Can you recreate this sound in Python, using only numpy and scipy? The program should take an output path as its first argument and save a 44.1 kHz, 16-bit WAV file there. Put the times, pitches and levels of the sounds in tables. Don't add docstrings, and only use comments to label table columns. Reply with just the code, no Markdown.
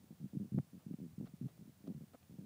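import sys
import numpy as np
from scipy import signal
from scipy.fft import rfft, irfft
from scipy.io import wavfile
from scipy.ndimage import uniform_filter1d

SR = 44100
rng = np.random.default_rng(int(sys.argv[2]) if len(sys.argv) > 2 else 0)


def wrap_up_sound(samples):
    columns = np.atleast_2d(samples).T
    tamed = np.clip(columns, -1, 1)
    steps = np.round(tamed * 32767).astype(np.int16)
    wavfile.write(sys.argv[1], SR, steps)


N = 108045

# time of the peak and
# decay time in seconds, thud level and grit level in dB, treble edge of the grit in Hz.
HOOF_FALLS = [(0.5811, 0.0012, -50, -53, 1720), (.5878, 0.0012, -42, -59, 2700),
              (0.81, 0.022, -73.5, -78, 3500), (0.852, 0.021, -93, -76.5, 4500),
              (0.937, 0.0091, -69, -75, 3550), (1.257, .004, -63, -67, 5000),
              (1.272, 0.0086, -69, -66.5, 4500), (1.278, .03, -75.5, -77, 4530),
              (1.485, 0.0063, -66.5, -69.5, 4500), (1.501, 0.015, -73, -76, 4500),
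              (1.579, 0.0023, -64, -71, 3000), (1.876, 0.0082, -61.5, -67.5, 5560),
              (1.942, 0.0066, -78, -70, 4000), (2.138, 0.0051, -65.5, -68, 4500),
              (2.149, 0.0081, -53.5, -71.5, 4000), (2.23, 0.0035, -77, -64, 4000)]
# frequency in Hz, relative level in dB.
THUD_SPECTRUM = [(100, -23), (180, 0), (290, 5), (400, -8), (540, 0.5), (700, 3), (950, -19), (1250, -5.5),
                 (1900, -31.5), (4000, -42)]
GRIT_SPECTRUM = [(400, 14), (1300, 2.5), (2800, 2), (4500, 0.5), (7000, -5.5), (14000, -13)]


def hooves(grain_samples=32, grain_spread_db=6, earth_hz=262, earth_db=-1.5, rise_share=0.86):
    t, out = np.arange(N) / SR, np.zeros(N)
    grain_sizes = undb(grain_spread_db * rng.standard_normal(N // grain_samples + 1))
    grains = np.repeat(grain_sizes, grain_samples)[:N]
    thud = colour(rng.standard_normal(N), THUD_SPECTRUM)
    crunch = colour(grains * rng.standard_normal(N), GRIT_SPECTRUM)
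    earth_ring = undb(earth_db) * np.sin(2 * np.pi * earth_hz * t)
    for at, decay_s, thud_db, grit_db, edge_hz in HOOF_FALLS:
        age = (t - at) / decay_s
        press = np.exp(-np.where(age < 0, age / rise_share, age) ** 2)
        out += press * (undb(thud_db) * (thud + earth_ring) + undb(grit_db) * dull(crunch, edge_hz))
    return out


# start in seconds, peak level in dB, centre frequency in Hz.
STONE_CLICKS = [(.5876, -54, 1640), (1.8761, -57, 4160), (2.2312, -64, 2600)]


def stones(width_octaves=0.97):
    out, half_band = np.zeros(N), 2 ** (width_octaves / 2)
    for at, db, hz in STONE_CLICKS:
        band = signal.butter(2, [hz / half_band, hz * half_band], "band", fs=SR, output="sos")
        click = signal.sosfilt(band, signal.unit_impulse(512))
        add(out, undb(db) * click / np.abs(click).max(), at)
    return out


CASE_LOW_HZ, CASE_UPPER_HZ = 146.2, 214.7


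def case_ring(upper_hz, edge_hz):
    s = 1j * np.fft.rfftfreq(2048, 1 / SR)

    def pole(hz, q):
        return 1 / (1 + s / (hz * q) + (s / hz) ** 2)

    low_hz = CASE_LOW_HZ * (upper_hz / CASE_UPPER_HZ) ** 0.73
    case = -s ** 2 * pole(low_hz, q=2.43) * pole(upper_hz, q=2.48)
    skin = pole(edge_hz, q=0.88) ** 2
    ring = irfft(case * skin)
    return ring / np.abs(ring).max()


# start in seconds, peak level in dB, upper ring and treble edge in Hz.
HAND_BUMPS = [(0.0409, -54, 280, 684), (0.3677, -30, 196, 400), (.5800, -30, 264, 640),
              (0.5862, -32, 188, 580), (0.5939, -31, 180, 397), (0.8631, -38.5, 205, 425),
              (0.908, -35, 254, 414), (0.9184, -43.5, 202, 440), (0.9385, -35, 230, 463),
              (1.014, -39.5, 208, 475), (1.124, -56, 104, 400), (1.1797, -38, 203, 460),
              (1.2106, -38.5, 287, 1050), (1.336, -43, 203, 410), (1.4114, -35, 224, 418),
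              (1.678, -52.5, 198, 650), (1.878, -36.5, 280, 670), (2.3103, -48, 151, 740),
              (2.3906, -49, 154, 744)]


def hand_bumps():
    out = np.zeros(N)
    for at, db, upper_hz, edge_hz in HAND_BUMPS:
        add(out, undb(db) * case_ring(upper_hz, edge_hz), at)
    return out


# start and length in seconds,
# base level in dB, slips per second, upper ring and treble edge in Hz.
GRIP_CREAKS = [(.008, .025, -63.5, 90, 213, 553), (0.106, 0.024, -46.5, 55, 230, 920),
               (0.2, 0.06, -49, 79, 183, 573), (0.24, .019, -39.5, 69.6, 210, 426),
               (.3330, .008, -43.5, 44, 226, 950), (0.348, 0.013, -40, 152, 260, 443),
               (0.398, 0.042, -38.5, 94.6, 213, 496), (0.4452, .018, -45, 111, 233, 580),
               (.468, 0.019, -60, 134, 204, 550), (0.519, 0.015, -37, 102, 184, 434),
               (0.543, 0.032, -30.5, 62, 184, 406), (.625, 0.027, -60.5, 56, 195, 400),
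               (0.731, 0.048, -50, 85, 223, 596), (0.882, .025, -48.5, 102, 229, 430),
               (0.9862, 0.024, -45.5, 78, 241, 766), (1.0259, 0.043, -42.5, 73.3, 232, 506),
               (1.0778, 0.051, -56.5, 81, 175, 477), (1.1993, .008, -41.5, 90, 199, 484),
               (1.225, 0.02, -40.5, 112, 211, 640), (1.258, 0.035, -58.5, 88, 190, 500),
               (1.4236, .043, -41.5, 130, 190, 427), (1.59, 0.038, -53.5, 110, 213, 604),
               (1.655, 0.04, -52, 52.7, 241, 760), (1.804, .008, -56, 54, 210, 500),
               (1.84, 0.047, -52, 101, 256, 854), (1.8887, 0.031, -40, 93.5, 220, 870),
               (1.9463, .041, -44, 64, 189, 447), (2.0077, 0.034, -47.5, 75, 216, 654),
               (2.295, 0.045, -50.5, 68, 202, 780), (2.355, 0.015, -56, 80, 168, 650),
               (2.3855, 0.012, -44.5, 168, 230, 890), (2.402, 0.05, -49.5, 108, 238, 650)]


def grip_creaks(max_slips=16, period_jitter=0.0838, spread_db=1.78, catch_db=-11.5):
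    out = np.zeros(N)
    for start, length, base_db, rate, upper_hz, edge_hz in GRIP_CREAKS:
        slip = case_ring(upper_hz, edge_hz)
        catch = undb(catch_db) * case_ring(1.204 * upper_hz, edge_hz)
        age = 0
        for lateness, strength, catch_size, catch_place in rng.standard_normal((max_slips, 4)):
            if age >= length:
                break
            lift_db = 2 - age / length
            gain = undb(base_db + lift_db + spread_db * strength)
            add(out, gain * slip, start + age)
            add(out, gain * catch_size * catch, start + age + (catch_place % 1) / rate)
            age += np.exp(period_jitter * lateness) / rate
    return out


def grip_tremor(slips_per_s=85, level_db=-68):
    slips = (rng.random(N) < slips_per_s / SR) * rng.standard_normal(N)
    return undb(level_db) * signal.fftconvolve(slips, case_ring(CASE_UPPER_HZ, edge_hz=600))[:N]


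# frequency in Hz, relative level in dB.
WIND_SPECTRUM = [(20, -35), (45, -20), (80, 1.5), (180, 1.5), (300, -16), (500, -17), (1000, -29),
                 (2500, -38.5)]


def wind(level_db=-68.5, gust_db=2):
    gusts = undb(level_db + gust_db * drift(rate_hz=6.34))
    return gusts * colour(rng.standard_normal(N), WIND_SPECTRUM)


# frequency in Hz, starting level in dB, time to fall by 60 dB in milliseconds.
TICK_TONES = [(4100, -77, 0.6), (9300, -59.5, 1.3)]


def interference_ticks(first_s=0.0358, period_s=0.1024):
    age = (np.arange(N) / SR - first_s) % period_s
    out = np.zeros(N)
    for hz, db, t60_ms in TICK_TONES:
        decay = undb(-60 * age * 1000 / t60_ms)
        out += undb(db) * decay * np.sin(2 * np.pi * hz * age)
    return out


def electrical_whine(hz=15000, level_db=-82.5, flips_per_s=60, sharpness=13):
    t = np.arange(N) / SR
    flips = np.tanh(sharpness * np.sin(np.pi * flips_per_s * t))
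    return np.sqrt(2) * undb(level_db) * flips * np.sin(2 * np.pi * hz * t)


# frequency in Hz, relative level in dB.
HISS_SPECTRUM = [(100, -10.5), (700, 4.5), (1300, 0), (2500, -2), (5000, -3.5), (10000, -4), (15500, -6.5)]


def microphone_hiss(level_db=-74.5):
    return undb(level_db) * colour(rng.standard_normal(N), HISS_SPECTRUM)


def undb(db):
    return 10 ** (np.asarray(db) / 20)


def colour(x, points):
    hz, db = np.array(points).T
    bins_hz = np.maximum(np.fft.rfftfreq(N, 1 / SR), 1)
    gain = undb(np.interp(np.log(bins_hz), np.log(hz), db))
    y = irfft(rfft(x) * gain, N)
    return y / y.std()


def dull(x, edge_hz):
    y = signal.sosfilt(signal.butter(4, edge_hz, fs=SR, output="sos"), x)
    return y / y.std()


def drift(rate_hz):
    hold = int(SR / rate_hz)
    steps = np.repeat(rng.standard_normal(N // hold + 1), hold)
    y = uniform_filter1d(uniform_filter1d(steps, hold), hold)[:N]
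    return y / y.std()


def add(out, sound, at_s):
    i = int(np.clip(at_s * SR, 0, N))
    out[i:i + len(sound)] += sound[:N - i]


def scene():
    hand = hand_bumps() + grip_creaks() + grip_tremor()
    horse = hooves() + stones()
    background = wind() + interference_ticks() + electrical_whine() + microphone_hiss()
    return (horse + hand + background)[None]


def record(dry, low_cut_hz=42, top_hz=15650):
    thinned = signal.sosfilt(signal.butter(2, low_cut_hz, "high", fs=SR, output="sos"), dry)
    return signal.sosfilt(signal.ellip(12, .1, 70, top_hz, fs=SR, output="sos"), thinned)


dry = scene()
out = record(dry)
wrap_up_sound(out)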